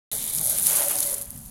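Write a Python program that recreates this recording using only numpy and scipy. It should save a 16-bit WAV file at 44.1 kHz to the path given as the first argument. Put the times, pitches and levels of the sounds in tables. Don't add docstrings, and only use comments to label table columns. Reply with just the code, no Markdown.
import sys
import numpy as np
from scipy import signal
from scipy.fft import rfft, irfft
from scipy.io import wavfile

SR = 44100
rng = np.random.default_rng(int(sys.argv[2]) if len(sys.argv) > 2 else 0)


def natural_amplitude(level_db):
    exponent = np.asarray(level_db, float) / 20
    return 10 ** exponent


def inscribe(sig):
    pcm = np.round(np.clip(np.atleast_2d(sig).T, -1, 1) * 32767)
    wavfile.write(sys.argv[1], SR, pcm.astype(np.int16))


N = 66150
TIME_S = np.arange(N) / SR


def rms_one(x):
    return x / np.sqrt(np.mean(x ** 2) + 1e-20)


def gain_curve(rows):
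    time_s, level_db = np.transpose(rows)[:2]
    return natural_amplitude(np.interp(TIME_S, time_s, level_db))


def drift(rate_hz):
    r = np.exp(-2 * np.pi * rate_hz / SR)
    wander = signal.lfilter([1], [1, -2 * r, r * r], rng.standard_normal(N + SR))
    return rms_one(wander[SR:])


def colour(x, spectrum):
    size = 2 ** 17
    hz = np.arange(size // 2 + 1) * SR / size + 1
    point_hz, point_db = np.transpose(spectrum)
    gain = natural_amplitude(np.interp(np.log(hz), np.log(point_hz), point_db))
    cepstrum = irfft(np.log(gain), size)
    cepstrum[1:size // 2] *= 2
    cepstrum[size // 2 + 1:] = 0
    return irfft(rfft(x, size) * np.exp(rfft(cepstrum)), size)[:N]


def resonance(x, hz, width_hz):
    r = np.exp(-np.pi * width_hz / SR)
    zeros = np.array([1, 0, -1]) * (1 - r * r) / 2
    poles = [1, -2 * r * np.cos(2 * np.pi * hz / SR), r * r]
    return signal.lfilter(zeros, poles, x + 1e-18)


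def double_resonance(x, hz, width_hz):
    return resonance(resonance(x, hz, width_hz), hz, width_hz)


ECHO_S, ECHO_DB = .00207, -5


def with_echo(at, sizes, jitter):
    echo_jitter_s = .00012
    clicks = np.zeros(N + SR)
    lag = ((ECHO_S + echo_jitter_s * jitter) * SR).astype(int)
    np.add.at(clicks, at, sizes)
    np.add.at(clicks, at + lag, sizes * natural_amplitude(ECHO_DB))
    return clicks[:N]


# time_s, level_db
SPRAY_LEVEL = [(.125, -28), (.2, -28), (.33, -28.5), (.43, -26), (.5, -22.5), (.6, -24), (.66, -20.5),
               (.76, -19.5), (.95, -24.5), (1.01, -23.5), (1.05, -24), (1.14, -29), (1.175, -31),
               (1.205, -36.5), (1.24, -38), (1.29, -42), (1.45, -42.5), (1.5, -43.5)]
# freq_hz, density_db_per_hz
BURST_COLOUR = [(1760, -54.5), (3000, -23.5), (4260, -14.5), (5370, -15.5), (6950, -8), (7940, -9),
                (10700, 1.5), (12200, -3), (16000, -16.5)]


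def droplets():
    drops_per_s, spread_db, clump_db, ring_cycles = 1600, 3.4, 2.4, 7.5
    drops_db, mist_db, mist_flicker_db = -4, -6, 1.6
    sizes = natural_amplitude(spread_db * np.minimum(rng.exponential(1, N), 2.2)) * rng.choice([-1, 1], N)
    clumping = .7 * drift(60) + .7 * drift(250)
    born = rng.random(N) < drops_per_s * natural_amplitude(clump_db * clumping) / SR
    pitches_hz = np.geomspace(3000, 18000, 12)
    dealt = rng.integers(0, 12, N)
    jitter = rng.standard_normal(N)
    pops = np.zeros(N)
    for k, hz in enumerate(pitches_hz):
        at = np.flatnonzero(born & (dealt == k))
        pops += resonance(with_echo(at, sizes[at], jitter[at]), hz, 2.2 * hz / ring_cycles)
    mist = rng.standard_normal(N) * natural_amplitude(mist_flicker_db * (drift(27) + drift(410)))
    pops = natural_amplitude(drops_db) * rms_one(colour(pops, BURST_COLOUR))
    mist = natural_amplitude(mist_db) * rms_one(colour(mist, BURST_COLOUR))
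    return gain_curve(SPRAY_LEVEL) * (pops + mist)


# start_s,
# peak_db, pitch_hz
LARGE_DROPS = [(0.1264, -12.8, 10900), (0.1313, -10.4, 11500), (0.2274, -13.3, 10800),
               (0.2411, -11.5, 11500), (0.3375, -9.5, 11300), (0.3497, -7.6, 11100), (0.3862, -9.6, 9300),
               (0.4127, -6.6, 11000), (0.4424, -8.9, 11700), (0.4648, -7.5, 11500), (0.4976, -4.9, 11700),
               (0.5233, -7.2, 10800), (0.5862, -7.0, 10700), (0.5977, -8.0, 9900), (0.6687, -1.2, 10700),
               (0.6709, -2.6, 10300), (0.7705, -4.8, 10800), (0.8834, -6.3, 11300), (0.8982, -7.6, 10700),
               (0.9138, -8.7, 9700), (1.0049, -2.7, 11100), (1.0735, -11.3, 10900), (1.0976, -11.1, 10900),
               (1.1422, -10.6, 10200), (1.1443, -9.9, 10300), (1.182, -11.7, 10600), (1.2233, -15.0, 11100),
               (1.2556, -22.1, 10900), (1.3058, -16.5, 11100)]
# start_s, peak_db, pitch_hz
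FURTHER_DROPS = [(0.1511, -14.0, 11100), (0.1642, -14.0, 11000), (0.1815, -14.0, 10800),
                 (0.2516, -13.0, 11700), (0.2655, -15.0, 10500), (0.2773, -14.0, 11400),
                 (0.2983, -15.0, 10800), (0.3003, -15.0, 11500), (0.3078, -16.0, 10200),
                 (0.3331, -15.0, 10400), (0.3579, -12.0, 11100), (0.3634, -11.0, 10600),
                 (0.3659, -11.0, 10600), (0.3743, -13.0, 9900), (0.3945, -13.0, 10100),
                 (0.4326, -13.0, 10800), (0.4375, -14.0, 11700), (0.4475, -13.0, 11200),
                 (0.4498, -11.0, 11900), (0.4563, -11.0, 11300), (0.4578, -11.0, 10500),
                 (0.4636, -10.0, 11200), (0.4722, -9.0, 10400), (0.4749, -10.0, 10700),
                 (0.4954, -11.0, 11500), (0.5004, -9.0, 11600), (0.5031, -10.0, 10600),
                 (0.5066, -10.0, 10800), (0.5652, -12.0, 10900), (0.5782, -10.0, 10400),
                 (0.5843, -12.0, 10800), (0.5944, -11.0, 10900), (0.6242, -10.0, 10500),
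                 (0.6283, -10.0, 10400), (0.6337, -11.0, 10300), (0.6612, -9.0, 10700),
                 (0.6653, -8.0, 10500), (0.6887, -7.0, 11100), (0.7111, -8.0, 11500),
                 (0.7309, -8.0, 11200), (0.7539, -8.0, 11000), (0.7575, -7.0, 10000),
                 (0.7617, -8.0, 10400), (0.8039, -8.0, 10500), (0.8297, -10.0, 10300),
                 (0.8935, -10.0, 10700), (0.9096, -12.0, 11400), (0.9119, -9.0, 11000),
                 (0.9565, -10.0, 10400), (0.9648, -12.0, 10500), (0.9865, -12.0, 10600),
                 (1.0284, -10.0, 11300), (1.0321, -13.0, 11300), (1.0343, -13.0, 10600),
                 (1.0528, -14.0, 11200), (1.113, -14.0, 9400), (1.1183, -14.0, 10200),
                 (1.1288, -13.0, 11100), (1.1316, -14.0, 10700), (1.1332, -15.0, 10500)]
# start_s, peak_db, pitch_hz
SILL_DRIPS = [(1.1945, -28, 10900), (1.2135, -13, 10700), (1.216, -15, 10100), (1.2195, -18, 10800),
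              (1.23, -22, 12300), (1.244, -35, 11500), (1.313, -26, 12000), (1.2735, -34, 10500),
              (1.2953, -39, 11000), (1.32, -27, 10000), (1.362, -26, 9900), (1.3765, -23, 12600),
              (1.389, -26.5, 10000), (1.4125, -35, 12500), (1.422, -48, 10440), (1.4315, -45, 11350),
              (1.4455, -44, 11800), (1.454, -31, 9600), (1.4605, -28, 12400)]


def bright_drops():
    return list(LARGE_DROPS) + list(FURTHER_DROPS) + list(SILL_DRIPS)


def splats():
    splat_db, crack_db, t60_s = -1, -5, .00095
    echo_from_s, echo_until_s, faint_echo_db = .6, 1.19, -14
    size = 300
    out = np.zeros(N + SR)
    click = np.eye(1, N)[0]
    crack = colour(click, BURST_COLOUR)[:size]
    crack = natural_amplitude(crack_db) * crack / np.abs(crack).max()
    lag = int(ECHO_S * SR)
    for start_s, peak_db, pitch_hz in bright_drops():
        ring = double_resonance(click[:size], pitch_hz, 2.2 / t60_s)
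        burst = ring / np.abs(ring).max() + crack
        burst = natural_amplitude(peak_db + splat_db) * burst / np.abs(burst).max()
        on_wing = echo_from_s < start_s < echo_until_s
        at = int(start_s * SR)
        out[at:at + size] += burst
        out[at + lag:at + lag + size] += burst * natural_amplitude(ECHO_DB if on_wing else faint_echo_db)
    return out[:N]


# start_s, peak_db, pitch_hz
HEAVY_DROPS = [(0.1163, -39, 3660), (0.1498, -29, 6400), (0.324, -35, 3660), (0.3853, -18, 6050),
               (0.554, -22, 6300), (0.5845, -19, 5650), (0.6684, -16, 4300), (0.955, -20, 5830),
               (0.9869, -18, 6100), (1.0288, -14, 3930), (1.141, -22, 6650), (1.2122, -30, 4960),
               (1.3043, -47.5, 6500), (1.4544, -37, 6200)]


def plops():
    plop_db, width_hz, size = -4, 2600, 400
    out = np.zeros(N + SR)
    for start_s, peak_db, pitch_hz in HEAVY_DROPS:
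        ring = double_resonance(np.eye(1, size)[0], pitch_hz, width_hz)
        at = int(start_s * SR)
        out[at:at + size] += natural_amplitude(peak_db + plop_db) * ring / np.abs(ring).max()
    return out[:N]


def spatter_envelope(drops, spread_s):
    spatter_db = -13
    marks = np.zeros(N)
    for start_s, peak_db, _ in drops:
        marks[int((start_s + spread_s / 2) * SR)] += natural_amplitude(peak_db + spatter_db)
    offset_s = np.arange(-400, 401) / SR
    return np.convolve(marks, np.exp(-.5 * (offset_s / spread_s) ** 2), "same")


def spatter():
    bright_s, dull_s = .0006, .002
    noise = rng.standard_normal((2, N))
    bright = rms_one(resonance(colour(noise[0], BURST_COLOUR), 11000, 7000))
    dull = rms_one(resonance(noise[1], 5630, 5700))
    bright = spatter_envelope(bright_drops(), bright_s) * bright
    return bright + spatter_envelope(HEAVY_DROPS, dull_s) * dull


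# time_s, level_db, aim (0 door, 1 wheel arch)
JET_PUSH = [(.125, -42.5, -0.33), (.2, -43, -1.8), (.25, -50, -0.39), (.38, -49, -0.24),
            (0.47, -40.5, 0.068), (.54, -39.5, 0.14), (.65, -46, -0.71), (.675, -37, 0.35),
            (.77, -36, 0.97), (.82, -35, 0.73), (.87, -34.5, 0.85), (.92, -42.5, 0.51), (.96, -33.5, 0.73),
            (1.015, -41.5, 0.38), (1.055, -38.5, 1.12), (1.14, -44.5, 1.95), (1.24, -57, 2.2),
            (1.32, -68.5, 1.37)]
# time_s, level_db
JET_SPLASH = [(0.13, -54), (0.44, -56), (.54, -50), (.59, -46.5), (.62, -48.5), (0.7, -39.5),
              (0.828, -39.5), (0.87, -49.5), (0.912, -38), (0.94, -46.5), (1.01, -48.5), (1.035, -44.5),
              (1.06, -50.5), (1.178, -52.5), (1.308, -63.5), (1.5, -64.5)]
# freq_hz, density_db_per_hz
THUD_COLOUR = [(200, -19.5), (400, -3), (600, -5), (1000, -3.5), (1500, -4), (2400, -7), (3300, -6),
               (5000, -27)]
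# freq_hz, width_hz, level_db, gain_towards_wheel_arch_db
PANEL_MODES = [(309, 43, -9.5, -1), (399.4, 19, -19.5, 14), (449.2, 19, -31, 18.5), (440.4, 44, -7, -8.5),
               (532.6, 20, -13, 6.5), (569, 26.7, -1.5, 5), (638, 59, -3.5, 0.5), (755.7, 28, -4, 0),
               (829, 55, -7, 0), (970, 72, -20, 6.5), (1109, 35, -14.5, 4), (1356, 65, -16, 0),
               (1530, 72, -15, -2), (2055, 110, -15, 1.5)]


def panel():
    ring_db, thud_db, flicker_db, mode_wander_db = -1, 2, 1.5, 3.03
    time_s, _, aim = np.transpose(JET_PUSH)
    aim = np.interp(TIME_S, time_s, np.clip(aim, -1, 2))
    jet = rng.standard_normal((2, N)) * natural_amplitude(flicker_db * drift(23))
    rings = np.zeros(N)
    for k, (hz, width_hz, mode_db, aim_db) in enumerate(PANEL_MODES):
        gain = natural_amplitude(mode_db + aim_db * aim + mode_wander_db * drift(5))
        rings += (-1) ** k * gain * double_resonance(jet[0], hz, width_hz)
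    rings = gain_curve(JET_PUSH) * natural_amplitude(ring_db) * rms_one(rings)
    thud = gain_curve(JET_SPLASH) * natural_amplitude(thud_db) * rms_one(colour(jet[1], THUD_COLOUR))
    return rings + thud


# time_s, level_db
NOZZLE_FLOW = [
    (.12, -39),
    (.45, -40.5),
    (.65, -42),
    (.9, -45.5),
    (1.1, -46),
    (1.2, -58),
    (1.3, -83),
    (1.5, -67),
]
# freq_hz, density_db_per_hz
NOZZLE_COLOUR = [(900, -8.5), (1500, -18.5), (2200, -5), (2700, -4), (3200, -4), (3700, 2), (5000, -14),
                 (7000, -9)]


def nozzle():
    flicker_db = 2.0
    hiss = rms_one(colour(rng.standard_normal(N), NOZZLE_COLOUR))
    return gain_curve(NOZZLE_FLOW) * natural_amplitude(flicker_db * drift(28)) * hiss


# time_s, level_db
DOOR_REFLECTION = [
    (.12, -7),
    (.165, -.3),
    (.21, -8),
    (.275, -16),
    (.325, -.3),
    (.37, -8),
    (.42, -.3),
    (.47, -6),
]


def door_reflection(wet):
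    notch_hz, width_hz, until_s, fade_s = 2680, 480, .47, .12
    on_door = np.clip(1 - (TIME_S - until_s) / fade_s, 0, 1)
    depth = on_door * gain_curve(DOOR_REFLECTION)
    for _ in range(2):
        wet = wet - depth * resonance(wet, notch_hz, width_hz)
    return wet


# time_s, level_db
HUM_LEVEL = [(0.13, -64), (0.2, -50), (0.3, -61), (0.4, -37.5), (0.484, -50.5), (0.652, -41.5),
             (0.736, -52), (1.1, -56), (1.3, -56.5), (1.36, -46), (1.42, -53.5), (1.5, -51.5)]
# freq_hz, density_db_per_hz
FAR_COLOUR = [(12, -26), (20, -4.5), (151, -8), (185, -16), (225, -5.5), (275, -16.5), (489, -68),
              (715, -25.5), (1500, -41.5), (1950, -102), (3300, -120)]


def rumble():
    hum_hz, hum_width_hz, hum_db = 154, 22, -2
    far_db, far_wander_db = -48, 2.55
    noise = rng.standard_normal((2, N))
    hum = rms_one(resonance(noise[1], hum_hz, hum_width_hz))
    hum = gain_curve(HUM_LEVEL) * natural_amplitude(hum_db) * hum
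    return natural_amplitude(far_db + far_wander_db * drift(2.6)) * rms_one(colour(noise[0], FAR_COLOUR)) + hum


def scene():
    wet = droplets() + splats() + plops() + spatter() + panel() + nozzle()
    return (door_reflection(wet) + rumble())[None]


def band_limit(x):
    return signal.sosfilt(signal.butter(12, 16510, fs=SR, output="sos"), x)


def record(dry):
    start_s, fade_s, cutoff_hz = .1148, .0013, 15950
    gate = np.clip((TIME_S - start_s) / fade_s, 0, 1)
    lowpass = signal.ellip(12, .5, 65, cutoff_hz, fs=SR, output="sos")
    mix = signal.sosfilt(lowpass, dry * gate)
    return band_limit(mix)


dry = scene()
out = record(dry)
inscribe(out)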